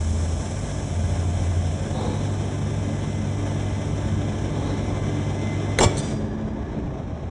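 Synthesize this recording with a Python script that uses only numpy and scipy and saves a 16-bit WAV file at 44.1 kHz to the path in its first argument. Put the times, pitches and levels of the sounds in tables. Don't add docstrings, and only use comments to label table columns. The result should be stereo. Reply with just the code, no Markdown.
import sys
import numpy as np
from scipy import signal
from scipy.fft import rfft, irfft
from scipy.io import wavfile

SR = 44100
rng = np.random.default_rng(int(sys.argv[2]) if len(sys.argv) > 2 else 0)


def transcribe(u):
    v = np.clip(np.atleast_2d(u).T, -1, 1)
    q = np.round(v * 32767).astype(np.int16)
    wavfile.write(sys.argv[1], SR, q)


N = 321930


# shaft_multiple, level_db
SHAFT_ORDERS = [(3, -34), (6, -48), (9, -54), (12, -48.5), (15, -51.5), (18, -51), (21, -54.5), (22, -57.5),
                (24, -56), (27, -60), (36, -65.5), (41, -60), (46, -74), (47, -72), (54, -72), (57, -70),
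                (63, -59), (66, -62), (70, -67), (72, -59), (96, -73), (123, -63.5)]
# pitch_hz, level_db
CHURN_COLOUR = [(90, -20), (180, -6.5), (260, -0.5), (400, -1.5), (500, -3.5), (650, -3), (850, -9.5),
                (1100, -11), (1350, -19), (2000, -22), (4000, -29), (11000, -61)]
# pitch_hz, level_db
RATTLE_COLOUR = [(600, -18.5), (1300, -6), (1650, 1), (1900, -8.5), (2300, 0), (2750, -2.5), (3400, -1),
                 (4000, -8.5), (4800, -10.5), (5500, -6.5), (11000, -22)]
# pitch_hz, level_db
HISS_COLOUR = [(1500, -11.5), (3500, -4.5), (4200, 2.5), (5200, 6), (6000, 5), (6800, 5.5), (7700, 8.5),
               (9000, 4.5), (10200, 7), (11600, -6)]
# pitch_hz, width_hz, level_db, change_before_move_in_db
CABINET_PANELS = [(58.5, 4.2, -39.5, 5), (133.2, 9, -43.5, -2), (162.6, 8, -41.5, -12),
                  (215.05, 5.9, -36, -1.5), (252, 6, -44, -2.5), (292.8, 7.4, -39, -9.5),
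                  (352, 55, -41.5, -6), (386.3, 4.1, -50, -12), (406.3, 6, -48, -8), (542.3, 8.2, -51, 2.5),
                  (641, 24, -59.5, 10), (890, 33, -55, -16), (1180, 34, -61.5, 3), (1700, 140, -57, -10),
                  (2025, 8.8, -66.5, -10)]
# pitch_hz, level_db, t60_s
ARMATURE_MODES = [(1480, -18.5, 0.045), (1780, -17, 0.034), (2030, -10, 0.018), (2240, -20, 0.02),
                  (3290, -23, 0.022), (3660, -19, .02), (3990, -18, 0.053), (6300, -23, 0.035),
                  (6500, -24, .03), (8300, -26, .014), (8950, -23, 0.02), (9900, -18, 0.027),
                  (11200, -16, 0.022)]
# start_s, crack_level_db, treble_corner_hz, ring_level_db, thud_level_db, thud_pitch_hz
BLOWS = [(5.7868, -17.5, 6000, -42.5, -37, 207), (5.7903, -22, 4000, -35, -16.5, 548),
         (5.794, -21.5, 5000, -26, -33, 400), (5.8042, -31, 1510, -24, -12.5, 326),
         (5.8100, -13.5, 1300, -14.5, -13.5, 397), (5.8166, -25.5, 2600, -41, -16.5, 800),
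         (5.8234, -18, 870, -17, -19, 132), (5.8322, -19.5, 3000, -25, -16, 907),
         (5.8368, -19, 4000, -26, -24, 613), (5.8421, -15, 4500, -20, -17, 172),
         (5.859, -21, 700, -30, -6, 97), (6.860, -42, 596, -47, -22, 70)]
# pitch_hz, level_db
CRACK_COLOUR = [(100, 2), (500, 5), (1300, -6.5), (2100, -10.5), (2700, -11.5), (3700, -14.5), (4600, -2.5),
                (5600, -19), (7000, -10), (8600, -9), (9600, -11), (11500, -6)]
# pitch_hz, level_db, t60_s
STEEL_MODES = [(246, -2, 0.22), (358, -0.5, 0.18), (459, -1, 0.17), (504, -6, 0.14), (593, -6.5, 0.25),
               (650, -13, .2), (723, -10, 0.14), (847, -4, 0.16), (930, -3, 0.19), (1040, -8, 0.16),
               (1126, -7.5, 0.15), (1159, -6, 0.15), (1396, -19, 0.18), (2300, -9.5, 0.33)]
# pitch_hz, width_hz, boost_db
VALVE_RESONANCES = [(2310, 100, 8.5), (2850, 84, 13), (3460, 140, 7), (4400, 50, 14), (6000, 90, 0),
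                    (6250, 110, -4), (7000, 97, -1), (7420, 120, 7.5), (8500, 150, -3), (8750, 110, 8.5)]
# start_s, level_db, rise_s, t60_s
AIR_PUFFS = [(5.802, -19, 0.0056, 0.17), (5.824, -17, 0.014, 0.083)]
# pitch_hz, level_db
JET_COLOUR = [(300, -16), (1500, -19), (2400, -9), (3400, 2.5), (4200, -11), (4800, -5), (5150, 6.5),
              (5900, 3), (6900, -0.5), (7700, 6.5), (8500, -3), (9150, 0), (9550, -23), (11500, -5.5)]
# start_s, level_db, rise_s, t60_s
VENT_SPITS = [(5.970, -26.5, .0015, .08), (5.979, -26.5, 0.0022, 0.072), (5.988, -30, .002, .08)]
# pitch_hz, level_db
VENT_COLOUR = [(1500, -14), (3000, -9), (3500, -5), (4100, 2), (4800, 2.5), (5450, -13), (5700, 4),
               (6300, 1), (6900, 0), (7700, 3), (8700, 6.5), (9400, -1), (10700, 6), (11500, -4)]
# pitch_hz, width_hz, boost_db
VENT_RESONANCES = [(3550, 55, 9), (4440, 45, 12), (5165, 25, 9.2), (5655, 35, 6), (5930, 50, 5),
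                   (6180, 45, 4), (8450, 40, 4)]
# pitch_hz, jitter_turns, start_s, level_db, rise_s, t60_s
SINGING_TONES = [(1696, 0.34, 6.1, -53.5, 0.12, 3.0), (3550, .3, 5.97, -45, .013, 0.74),
                 (4830, 0.17, 5.97, -41.5, .05, 1.9)]
# start_s, level_db, rise_s, t60_s
RUB_WHOOSHES = [(1.92, -29.5, 0.11, 1.4), (4.45, -32, 0.25, 0.95), (6.71, -44, 0.046, 0.35)]
# pitch_hz, level_db
RUB_COLOUR = [(120, -8), (230, 7), (370, -2), (500, -2), (650, -7), (1050, -8), (1500, -23), (2800, -35),
              (3900, -14), (5000, -32.5), (11000, -57)]
# pitch_hz, width_hz, level_db
RUB_RESONANCES = [(494, 12, -2), (713, 32, -9.5), (850, 29, -8.5), (1126, 80, -17), (3570, 110, -16.5),
                  (3880, 35, -18), (4200, 70, -23)]
# mains_multiple, level_db, change_before_move_in_db
HUM_HARMONICS = [(2, -2.5, -4), (4, -17.5, 1.5), (10, -27, -14), (14, -29, 7)]
# start_s, hold_s, level_db
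LOW_DRONE_SWELLS = [(-.2, 0.33, -25.5), (0.86, 0.61, -25)]
# pitch_hz, level_db
RUMBLE_COLOUR = [(10, -23), (28, -21), (45, -1), (65, -1.5), (85, 2.5), (110, -2.5), (135, -3.5),
                 (170, -4.5), (230, -10.5), (400, -31), (900, -74)]
# start_s, level_db, rise_s, t60_s
RUMBLE_SURGES = [(0, -20, 0.072, 0.35), (.72, -21, 0.065, 0.48), (1.1, -6, 0.14, 0.81),
                 (4.03, -3, 0.073, 0.69), (6.72, -1.5, 0.13, 0.92), (7.1, -13, 0.04, 0.31)]
# pitch_hz, difference_over_sum_db, left_phase_lead_rad, left_over_right_db
STEREO_IMAGE = [(100, -42, 0, 0), (160, -28, 0, .3), (260, -19, 0, 1.3), (430, -13, -.15, 2.4),
                (750, -10, -.25, 0), (1100, -4, -.5, -1.6), (1550, -9, 0, 0), (1950, -14, .1, .4),
                (2400, 0, 0, -3), (2750, 5.5, 0, 0), (3300, -1.5, -.3, 2), (4000, -1, 0, -1),
                (4550, 12, 0, -1), (4900, 14, 0, -.5), (5300, -12, 0, 0), (6000, -20, 0, 0),
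                (6600, -15, .1, 0), (7200, -7, .85, 0), (8200, -6, 1.55, 0), (9500, -7, 2.5, 0),
                (10400, -14, np.pi, 0), (11000, -25, np.pi, 0)]

SHAFT_HZ, VANES, MAINS_HZ = 49.0, 3, 50.0
WHINE_ORDER = 42
TAKE_UP_S, PUMP_DOWN_S = 0.38, 22
MOTOR_OFF_S, COAST_START_S, COAST_S, CRAWL_SHARE = 5.73, 6.053, 0.099, 0.2
SETTLE_START_S, SETTLE_DB_PER_S = 6.77, 27
MOVE_START_S, MOVE_LENGTH_S = 1.79, 0.41
CRACK_T60_S, CRACK_SHORTENING = 0.13, 0.24
DRONE_RISE_S, DRONE_T60_S, DRONE_QUIET_DB = 0.17, 0.84, -38.5
DRONE_START_HZ, DRONE_END_HZ, DRONE_GLIDE_S = 81, 92.5, 1.88
BAND_LIMIT_HZ = 11850


def pump_tones(turns, flutter_db=3.5, upper_order=18, unloaded_db=-7, upper_full_chamber_db=-4,
               low_speed_power=1.1, upper_speed_power=13.0):
    shaft_db = 20 * np.log10(speed())
    low_db = unloaded_db * (1 - load()) + low_speed_power * shaft_db
    upper_db = upper_full_chamber_db * (1 - vacuum()) + upper_speed_power * shaft_db
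    flutters = [waver(7.1) for _ in range(VANES)]
    out = np.zeros((2, N))
    for order, level_db in SHAFT_ORDERS:
        flutter = np.roll(flutters[rng.integers(VANES)], rng.integers(N))
        height = min(order / upper_order, 1)
        state_db = (1.0 - height) * low_db + height * upper_db
        wavering_db = flutter_db * np.sqrt(height) * flutter
        out += amp(level_db + state_db + wavering_db) * tone(order * turns)
    return out


def whine(turns, level_db=-51, full_chamber_db=-22, flutter_db=4.5, t60=0.84, jitter_turns=0.091):
    fade_db = -60 * since(MOTOR_OFF_S) / t60
    db = level_db + full_chamber_db * (1 - vacuum()) + flutter_db * waver(3.1) + fade_db
    return amp(db) * tone(WHINE_ORDER * turns + jitter_turns * waver(30))


def pump_air(turns, pulsing=0.052, sputter_db=1.12, spit_db=0.5):
    throb = 1 + pulsing * np.cos(2 * np.pi * VANES * turns)
    gulps = unit(throb * amp(sputter_db * waver(29)))
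    churn = air_level(full_db=-37.5, empty_db=-34.0, earliness=0.72, speed_power=0.2)
    churn = churn * coloured(CHURN_COLOUR, ripple_db=2.1)
    rattle = air_level(full_db=-43.5, empty_db=-42.0, earliness=0.54, speed_power=0.95)
    rattle = rattle * coloured(RATTLE_COLOUR)
    hiss = air_level(full_db=-40.0, empty_db=-51.5, earliness=1.32, speed_power=1.9)
    hiss = hiss * coloured(HISS_COLOUR) * unit(amp(spit_db * waver(400)))
    return gulps * (churn + rattle) + np.sqrt(abs(gulps)) * hiss


def air_level(full_db, empty_db, earliness, speed_power):
    air_left = np.clip(1 - vacuum(), 0, 1) ** earliness
    return amp(empty_db + (full_db - empty_db) * air_left) * speed() ** speed_power


def cabinet(panel_db=1.0, unloaded_db=-1.5, coasting_db=-1.0, full_chamber_db=-3):
    state_db = unloaded_db * (1 - load()) + coasting_db * (1 - speed()) + full_chamber_db * (1 - vacuum())
    shaking = amp(panel_db + state_db + settling_db())
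    return shaking * (np.sqrt(farness()) * panels(1.0) + np.sqrt(1 - farness()) * panels(0))


def panels(far):
    power = 0
    for hz, width_hz, level_db, far_db in CABINET_PANELS:
        peak = resonance(hz, width_hz) ** 2
        power += amp(level_db + far * far_db) ** 2 * peak / peak.sum()
    return np.sqrt(power.sum()) * noise(np.sqrt(power))


def snap(start=5.7868, level_db=0.5, rise=0.00092):
    age = clock() - start
    out = np.zeros((2, N))
    for hz, mode_db, t60 in ARMATURE_MODES:
        mode = np.sin(2 * np.pi * (hz * age + rng.random((2, 1))))
        out += amp(level_db + mode_db) * dying(start, t60, rise) * mode
    return out


def knocks(thud_t60=0.064, crack_rise=0.00048, tick_db=1.0, tick_t60=0.011, clatter_db=-2.0):
    out, strikes = np.zeros((2, N)), np.zeros(N)
    colour = amp(over_hz(CRACK_COLOUR)[0]) * valve_body()
    for s, crack_db, corner_hz, ring_db, thud_db, thud_hz in BLOWS:
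        clatter_t60 = CRACK_T60_S / (corner_hz / 1000) ** CRACK_SHORTENING
        tick = amp(tick_db) * dying(s, tick_t60, crack_rise)
        clatter = amp(clatter_db) * dying(s, clatter_t60, crack_rise)
        out += amp(crack_db) * (tick + clatter) * noise(colour / np.hypot(1, bins() / corner_hz))
        thud = np.sin(2 * np.pi * thud_hz * (clock() - s))
        out += amp(thud_db) * dying(s, thud_t60, 0.003) * thud
        strikes[round(s * SR)] += amp(ring_db)
    return out + amp(-8.0) * signal.fftconvolve(strikes[None], steel_ring(), axes=1)[:, :N]


def steel_ring():
    t = np.arange(2 * SR) / SR
    ring = np.zeros((2, len(t)))
    for hz, level_db, t60 in STEEL_MODES:
        decay = np.exp(-np.log(1000) * t / t60)
        ring += amp(level_db) * decay * np.sin(2 * np.pi * (hz * t + rng.random((2, 1))))
    return ring


def puffs(ragged_db=1.0):
    return bursts(AIR_PUFFS) * coloured(JET_COLOUR, valve_body()) * unit(amp(ragged_db * waver(300)))


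def valve_body():
    return amp(sum(db * resonance(hz, width_hz) for hz, width_hz, db in VALVE_RESONANCES))


def vent(leak_start=5.85, leak_db=-40.5, leak_rise=0.21, leak_t60=0.56, leak_top_hz=9500,
         flutter_db=1.5, ragged_db=-1.0, waver_db=4.0):
    leak = amp(leak_db + flutter_db * waver(18)) * dying(leak_start, leak_t60, leak_rise)
    spits = bursts(VENT_SPITS) * unit(amp(ragged_db * waver(400)))
    body = amp(sum(db * resonance(hz, width_hz) for hz, width_hz, db in VENT_RESONANCES))
    duller = 1 / (1 + (bins() / leak_top_hz) ** 20)
    singing = np.zeros((2, N))
    for hz, jitter_turns, s, level_db, rise, t60 in SINGING_TONES:
        level = amp(level_db + waver_db * waver(12)) * dying(s, t60, rise)
        singing += level * tone(hz * clock() + jitter_turns * waver(30))
    spitting = spits * coloured(VENT_COLOUR, body, ripple_db=6.0)
    leaking = leak * coloured(VENT_COLOUR, body * duller, ripple_db=4.0)
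    return spitting + leaking + singing


def shudder(start=5.92, level_db=-27.0, rise=0.25, t60=0.95, centre_hz=130, width_hz=32):
    gain = 1 / (1 + ((bins() - centre_hz) / width_hz) ** 4)
    return amp(level_db) * dying(start, t60, rise) * noise(gain)


def rubs(tone_start=1.92, tone_db=-32, tone_rise=0.043, tone_t60=1.25, wander=0.0095,
         arch=.07, arch_s=1.99, arch_width_s=.045):
    pitch_arch = arch * np.exp(-((clock() - arch_s) / arch_width_s) ** 2)
    sliding_s = np.cumsum(1 + wander * waver(7) + pitch_arch) / SR
    tones = np.zeros(N)
    for hz, width_hz, level_db in RUB_RESONANCES:
        parts = noise(resonance(0, width_hz)) * tone(hz * sliding_s)
        tones += amp(level_db) * unit(parts.sum(0))
    whooshes = bursts(RUB_WHOOSHES) * coloured(RUB_COLOUR, ripple_db=4.5, ripple_width_hz=25)
    return whooshes + amp(tone_db) * dying(tone_start, tone_t60, tone_rise) * tones


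def mains_hum(level_db=-26, unloaded_db=-13.0, t60=2.9):
    db = level_db + unloaded_db * (1 - load()) - 60 * since(MOTOR_OFF_S) / t60
    lines = np.zeros((2, N))
    for multiple, line_db, far_db in HUM_HARMONICS:
        lines += amp(line_db + far_db * farness()) * tone(multiple * MAINS_HZ * clock())
    return amp(db) * lines


def drone():
    hz = DRONE_END_HZ + (DRONE_START_HZ - DRONE_END_HZ) * np.exp(-clock() / DRONE_GLIDE_S)
    swells = np.zeros(N)
    for s, hold, level_db in LOW_DRONE_SWELLS:
        rise = np.minimum(since(s) / DRONE_RISE_S, 1)
        swells += rise * amp(level_db - 60 * since(s + DRONE_RISE_S + hold) / DRONE_T60_S)
    steadiness = amp(.7 * waver(5))
    return (swells + amp(DRONE_QUIET_DB) * farness()) * steadiness * tone(np.cumsum(hz) / SR)


def rumble(level_db=-32.5):
    return amp(level_db) * (1 + bursts(RUMBLE_SURGES)) * noise(amp(over_hz(RUMBLE_COLOUR)[0]))


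def room(x, bass_t60=1.0, treble_t60=0.35):
    hz, t, z = signal.stft(rng.standard_normal((2, SR)), SR, nperseg=256)
    t60 = np.interp(hz, [0, 6000], [bass_t60, treble_t60])[:, None]
    decaying = z * np.exp(-np.log(1000) * t / t60) * (t > .008)
    tail = signal.istft(decaying, SR, nperseg=256)[1]
    return signal.fftconvolve(x, tail / np.linalg.norm(tail[0]), axes=1)[:, :N]


def load():
    return 1 - np.exp(-clock() / TAKE_UP_S)


def vacuum():
    pumped = 1 - np.exp(-np.minimum(clock(), MOTOR_OFF_S) / PUMP_DOWN_S)
    return pumped / (1 - np.exp(-MOTOR_OFF_S / PUMP_DOWN_S))


def speed():
    return CRAWL_SHARE + (1 - CRAWL_SHARE) / (1 + (since(COAST_START_S) / COAST_S) ** 2)


def farness():
    return 1 - np.minimum(since(MOVE_START_S) / MOVE_LENGTH_S, 1)


def settling_db():
    return -SETTLE_DB_PER_S * since(SETTLE_START_S)


def amp(db):
    return 10 ** (np.asarray(db) / 20)


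def unit(x):
    return x / np.sqrt(np.mean(x ** 2) + 1e-20)


def clock():
    return np.arange(N) / SR


def since(s):
    return np.maximum(clock() - s, 0)


def bins():
    return np.fft.rfftfreq(N, 1 / SR)


def over_hz(rows):
    hz, *columns = np.transpose(rows)
    return [np.interp(np.log(bins() + 1), np.log(hz), column) for column in columns]


def resonance(hz, width_hz):
    return 1 / (1 + ((bins() - hz) / width_hz) ** 2)


def noise(gain, channels=2):
    spectrum = rng.standard_normal((channels, len(gain), 2)).view(complex)[..., 0]
    return unit(irfft(spectrum * gain, N))


def coloured(spectrum, boost=1, ripple_db=3.0, ripple_width_hz=22):
    grid = np.arange(0, SR / 2, max(ripple_width_hz, 5))
    ripple = np.interp(bins(), grid, rng.standard_normal(len(grid)))
    return noise(boost * amp(over_hz(spectrum)[0] + ripple_db * ripple))


def waver(hz):
    return noise(resonance(0, hz), channels=1)[0]


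def tone(turns):
    angle = 2 * np.pi * (turns + rng.random())
    return np.sqrt(2) * np.array([np.cos(angle), np.sin(angle)])


def dying(s, t60, rise):
    age = clock() - s
    decay = np.exp(-np.log(1000) * np.clip((age - rise) / t60, 0, 3))
    return np.clip(age / rise, 0, 1) * decay


def bursts(rows):
    return sum(amp(level_db) * dying(s, t60, rise) for s, level_db, rise, t60 in rows)


def scene():
    turns = np.cumsum(SHAFT_HZ * speed() * (1 + 0.00049 * waver(1.72))) / SR
    pump = pump_tones(turns) + whine(turns) + pump_air(turns) + cabinet()
    valves = snap() + knocks() + puffs() + vent()
    background = shudder() + rubs() + mains_hum() + drone() + rumble()
    return pump + valves + background + amp(-14.5) * room(valves)


def record(dry):
    difference_db, lead_rad, balance_db = over_hz(STEREO_IMAGE)
    angle = np.arctan(amp(difference_db))
    fade = np.clip(np.minimum(clock(), clock()[::-1]) / .008, 0, 1)
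    common, differing = rfft(dry * fade) * np.array([np.cos(angle), np.sin(angle)])
    leftward = amp(balance_db / 2) * np.exp(.5j * lead_rad)
    left = (common + differing) * leftward
    right = (common - differing) / leftward
    pair = np.tanh(irfft(np.array([left, right]), N))
    low_pass = signal.firwin(401, BAND_LIMIT_HZ, window=("kaiser", 9), fs=SR)
    return signal.oaconvolve(pair, low_pass[None], "same", axes=1)


dry = scene()
out = record(dry)
transcribe(out)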